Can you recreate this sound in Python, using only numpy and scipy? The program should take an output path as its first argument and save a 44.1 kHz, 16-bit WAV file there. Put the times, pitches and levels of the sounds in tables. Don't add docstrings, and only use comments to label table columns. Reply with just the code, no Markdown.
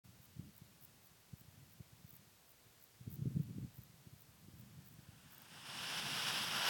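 import sys
import numpy as np
from scipy import signal
from scipy.fft import rfft, irfft, next_fast_len
from scipy.io import wavfile
from scipy.ndimage import uniform_filter1d, map_coordinates

SR = 44100
rng = np.random.default_rng(int(sys.argv[2]) if len(sys.argv) > 2 else 0)


def file_out(sig):
    cols = np.atleast_2d(sig).T
    lim = np.clip(cols, -1, 1)
    pcm = np.round(lim * 32767).astype(np.int16)
    wavfile.write(sys.argv[1], SR, pcm)


N = 295029
TIME = np.arange(N) / SR

# f/Hz, level/dB
HISS_SPECTRUM = [(25, -11), (60, 3), (150, 0), (400, -3), (750, -4), (1100, -5.5), (2500, -7), (4500, -7.5),
                 (7000, -9.5), (9500, -10), (10700, -12), (12400, -9.5), (13500, -11), (17000, -8)]
RUMBLE_SPECTRUM = [(25, -38), (45, -26), (70, -5.5), (100, 0.5), (140, 3.5), (200, -3), (270, -11.5),
                   (380, -23.5), (550, -35), (1000, -56.5)]
SWIRL_SPECTRUM = [(120, -15), (220, -2.5), (320, 2), (450, -8), (600, -21), (1000, -45)]
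WHOOSH_SPECTRUM = [(60, -45), (200, -28), (350, -9.5), (500, -7.5), (720, -3.5), (1000, 0), (1150, -2),
                   (1500, 2), (1750, 0), (2050, -9), (2800, -12), (5000, -40)]
RUSTLE_SPECTRUM = [(1200, -33), (1900, -10.5), (2300, -8.5), (2900, -1), (3550, -3.5), (4200, -12),
                   (4500, -9), (4950, -6), (5500, -6.5), (6200, -15.5), (6900, -15.5), (9000, -27)]
SWISH_SPECTRUM = [(1500, -60), (4500, -26), (6300, -7), (6950, -12), (7400, 3), (8500, 0), (9600, 3.5),
                  (11800, 0.5), (13000, -9), (14000, -16), (15300, -4), (17000, -11)]
THRUM_SPECTRUM = [(40, -54), (70, -28), (100, -13.5), (130, -4), (165, -2), (220, -7), (290, -13),
                  (450, -25.5), (900, -44)]
# t/s, level/dB
WIND_STRENGTH = [(0.04, -65.5), (0.3, -67.5), (0.45, -54.5), (0.57, -65.5), (1.2, -73), (1.68, -64),
                 (1.87, -73), (2.23, -64), (2.36, -76), (2.92, -82), (3.08, -52.5), (3.34, -43), (3.5, -50),
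                 (3.62, -45.5), (3.73, -63), (4.3, -67), (4.57, -58), (5.6, -70.5)]
# t/s, level/dB, roundness (3 a sharp thump, 12 a soft wobble)
LARGE_EDDIES = [(0.092, -52.5, 7.6), (0.395, -36.5, 6), (0.62, -47.5, 5.6), (1.336, -39.5, 4.6),
                (1.415, -52, 4), (1.484, -51.5, 14), (1.579, -50, 12), (1.63, -51, 9), (1.806, -41.5, 5),
                (1.932, -54, 8.9), (2.048, -46.5, 7.1), (2.665, -56, 4.6), (3.012, -47, 8.3),
                (3.077, -35, 4.2), (3.192, -37.5, 15), (3.22, -35.5, 16), (3.258, -30, 1.86),
                (3.273, -31.5, 20), (3.356, -33, 13), (3.37, -26, 10), (3.403, -29, 26), (3.584, -34, 1.9),
                (3.646, -37, 9), (3.79, -43.5, 7.1), (4.071, -45.5, 6.4), (4.134, -48, 8.6),
                (4.486, -44.5, 3.8), (4.6, -44, 7.2), (4.708, -50, 7.8), (4.79, -48, 9.5),
                (4.991, -48.5, 8.1), (5.09, -46.5, 4.4)]
# t/s, level/dB, clearness (0 a rasp, 1 ringing ticks)
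CRICKET_CHIRPS = [(0.256, -57, 0), (0.581, -51, 0.58), (0.851, -50, 0.068), (1.072, -57, 0),
                  (1.411, -56, 0), (1.736, -59, 0), (2.108, -50, 0.49), (2.167, -51, 0.1), (2.519, -58, 0),
                  (2.841, -52, 0.39), (3.142, -48.5, 0.04), (3.158, -50, 0.51), (3.434, -57, .2),
                  (3.784, -54.5, .1), (3.837, -48, 0.97), (4.221, -54, .2), (4.612, -54.5, 0.28),
                  (4.887, -54, 0), (4.941, -59, .1), (5.348, -52, 0), (5.382, -50, 1), (5.420, -49, 1),
                  (5.833, -50, 1)]
# t/s, level/dB
WING_PULL = [(4.9, -82), (5.17, -75), (5.3, -70), (5.47, -67.5), (5.55, -59), (5.63, -57), (5.76, -48.5),
             (5.99, -43.5), (6.1, -45), (6.3, -41.5), (6.5, -43.5), (6.61, -41), (6.69, -35)]

EDDY_HZ, CALM_DB, EDDY_HZ_PER_DB = 121.2, -62.5, 1.15
STROKE_S, STROKE_SLOWING_S = .0127, .006
SWELL_DB, CLEAR_SWELL_DB = 2, 4
FOREWING_LOW_HZ, RASP_WIDTH_HZ, CLEAR_WIDTH_HZ = 13400, 4200, 1700
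FULL_PULL_DB = -43
LIFT_OFF_S, LIFT_S = 6.5, 0.059


def from_db(db):
    return 10 ** (np.asarray(db) / 20)


def unit_power(x):
    return x / np.sqrt(np.mean(x ** 2) + 1e-20)


def level_at(table, when):
    return np.interp(when, *np.transpose(table))


def colour(x, spectrum):
    hz, db = np.transpose(spectrum)
    size = next_fast_len(N)
    bins_hz = np.maximum(np.fft.rfftfreq(size, 1 / SR), 1)
    gain = from_db(np.interp(np.log(bins_hz), np.log(hz), db))
    return unit_power(irfft(rfft(x, size) * gain, size)[:N])


def drift(rate_hz):
    bins_hz = np.fft.rfftfreq(N, 1 / SR)
    return unit_power(irfft(rfft(rng.standard_normal(N)) / (1 + (bins_hz / rate_hz) ** 2), N))


def hiss(level_db=-66.5):
    return from_db(level_db) * colour(rng.standard_normal(N), HISS_SPECTRUM)


def breeze(gain_db=-2.5, steady_s=0.0091, puff_db=2.5):
    flow = colour(rng.standard_normal(N), RUMBLE_SPECTRUM)
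    flow /= np.sqrt(uniform_filter1d(flow ** 2, int(steady_s * SR)) + 0.17)
    return from_db(level_at(WIND_STRENGTH, TIME) + gain_db + puff_db * drift(rate_hz=10.6)) * flow


def small_eddies(per_s=16, over_wind_db=5.5, spread_db=4.5, roundness=8.2, count=140):
    times = (np.arange(count) + rng.random(count)) / per_s
    scatter_db = spread_db * np.clip(rng.standard_normal(count), -2, 2)
    levels = level_at(WIND_STRENGTH, times) + over_wind_db + scatter_db
    return [(when, db, roundness) for when, db in zip(times, levels) if when < TIME[-1]]


def eddies(low_cut_hz=70, swirl_db=-26, swirl_s=0.011, scatter_octaves=.1):
    out = np.zeros(N)
    swirls = colour(rng.standard_normal(N), SWIRL_SPECTRUM)
    all_eddies = LARGE_EDDIES + small_eddies()
    for (when, db, roundness), (phase, detune) in zip(all_eddies, rng.uniform(-0.92, 1, (200, 2))):
        wind_db = level_at(WIND_STRENGTH, when)
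        hz = (EDDY_HZ + EDDY_HZ_PER_DB * (wind_db - CALM_DB)) * 2 ** (scatter_octaves * detune)
        near = slice(*np.searchsorted(TIME, [when - .05, when + .05]))
        t = TIME[near] - when
        swing = np.real(np.exp(1j * np.pi * phase) / (1 - 2j * np.pi * hz * t / roundness) ** (roundness + 1))
        swirl = from_db(swirl_db) * np.exp(-(t / swirl_s) ** 2) * swirls[near]
        out[near] += from_db(db) * (swing + swirl)
    microphone = signal.butter(3, low_cut_hz, "high", fs=SR, output="sos")
    return signal.sosfilt(microphone, out)


def crickets(gain_db=-0.9, rise_s=0.0029, fall_s=0.0019, rasp_db=-9, rasp_hz=8200, tick_share=.4):
    out = np.zeros(N)
    rasp_band = signal.butter(2, rasp_hz, "high", fs=SR, output="sos")
    for when, db, clear in CRICKET_CHIRPS:
        gap_s = STROKE_S + STROKE_SLOWING_S * clear ** 2
        swell_db = SWELL_DB + CLEAR_SWELL_DB * clear
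        width_hz = np.interp(clear, [0, 1], [RASP_WIDTH_HZ, CLEAR_WIDTH_HZ])
        length = np.interp(clear, [0, 1], [1, tick_share])
        near = np.abs(TIME - when) < .09
        t = TIME[near] - when
        strokes = 0
        for k in range(4):
            age = t + k * gap_s
            strokes += from_db(-swell_db * k) * np.exp(-np.maximum(-age / rise_s, age / fall_s) / length)
        teeth, scrape = rng.standard_normal((2, len(t)))
        band_hz = [FOREWING_LOW_HZ, FOREWING_LOW_HZ + width_hz]
        forewing = signal.butter(2, band_hz, "band", fs=SR, output="sos")
        ring = unit_power(signal.sosfilt(forewing, teeth))
        rasp = (1 - clear) * from_db(rasp_db) * unit_power(signal.sosfilt(rasp_band, scrape))
        out[near] += from_db(db + gain_db) * strokes * (ring + rasp)
    return out


def crinkle(per_s, spread_db, rub_db):
    sizes = from_db(spread_db * np.minimum(rng.exponential(1, N), 4)) * rng.choice([-1, 1], N)
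    snaps = sizes * (rng.random(N) < per_s / SR)
    return unit_power(snaps) + from_db(rub_db) * rng.standard_normal(N)


def brighten(x, octaves_per_s=0.24, middle_s=6.28):
    speed = 2 ** (octaves_per_s * (TIME - middle_s))
    return map_coordinates(x, [np.cumsum(speed)], order=5, mode="wrap")


def hollow(x, hz=7000, width_hz=330):
    return signal.lfilter(*signal.iirnotch(hz, hz / width_hz, fs=SR), x)


def follow(pull_db, level_db, share):
    return from_db(level_db + share * (pull_db - FULL_PULL_DB))


def paraglider(lift_db=3.0, flutter_db=0.97, throb_db=2.3, pull_s=4.4, taut_s=4.75):
    whoosh = colour(crinkle(per_s=2000, spread_db=0.5, rub_db=-0.5), WHOOSH_SPECTRUM)
    rustle = colour(crinkle(per_s=3500, spread_db=3.0, rub_db=5.5), RUSTLE_SPECTRUM)
    swish = brighten(colour(crinkle(per_s=5300, spread_db=1.5, rub_db=-6.0), SWISH_SPECTRUM))
    thrum = colour(rng.standard_normal(N), THRUM_SPECTRUM) * from_db(throb_db * drift(rate_hz=5.1))
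    pull_db = level_at(WING_PULL, TIME)
    rustle *= from_db(pull_db)
    swish *= follow(pull_db, level_db=-54.5, share=0.74)
    whoosh *= follow(pull_db, level_db=-48.0, share=0.83)
    thrum *= follow(pull_db, level_db=-57.0, share=0.67)
    aloft = from_db(lift_db * np.clip((TIME - LIFT_OFF_S) / LIFT_S, 0, 1))
    air = whoosh * aloft + thrum / aloft
    flutter = from_db(flutter_db * drift(rate_hz=17))
    tightness = np.interp(TIME, [pull_s, taut_s], [0, 1])
    return (hollow(rustle + swish) + air) * flutter * tightness


def scene():
    return (hiss() + paraglider() + crickets() + breeze() + eddies())[None]


def record(dry):
    fade_in = np.interp(TIME, [.036, .048], [0, 1])
    cutoff_hz = 17250
    return signal.sosfilt(signal.ellip(12, .1, 80, cutoff_hz, fs=SR, output="sos"), dry * fade_in)


dry = scene()
out = record(dry)
file_out(out)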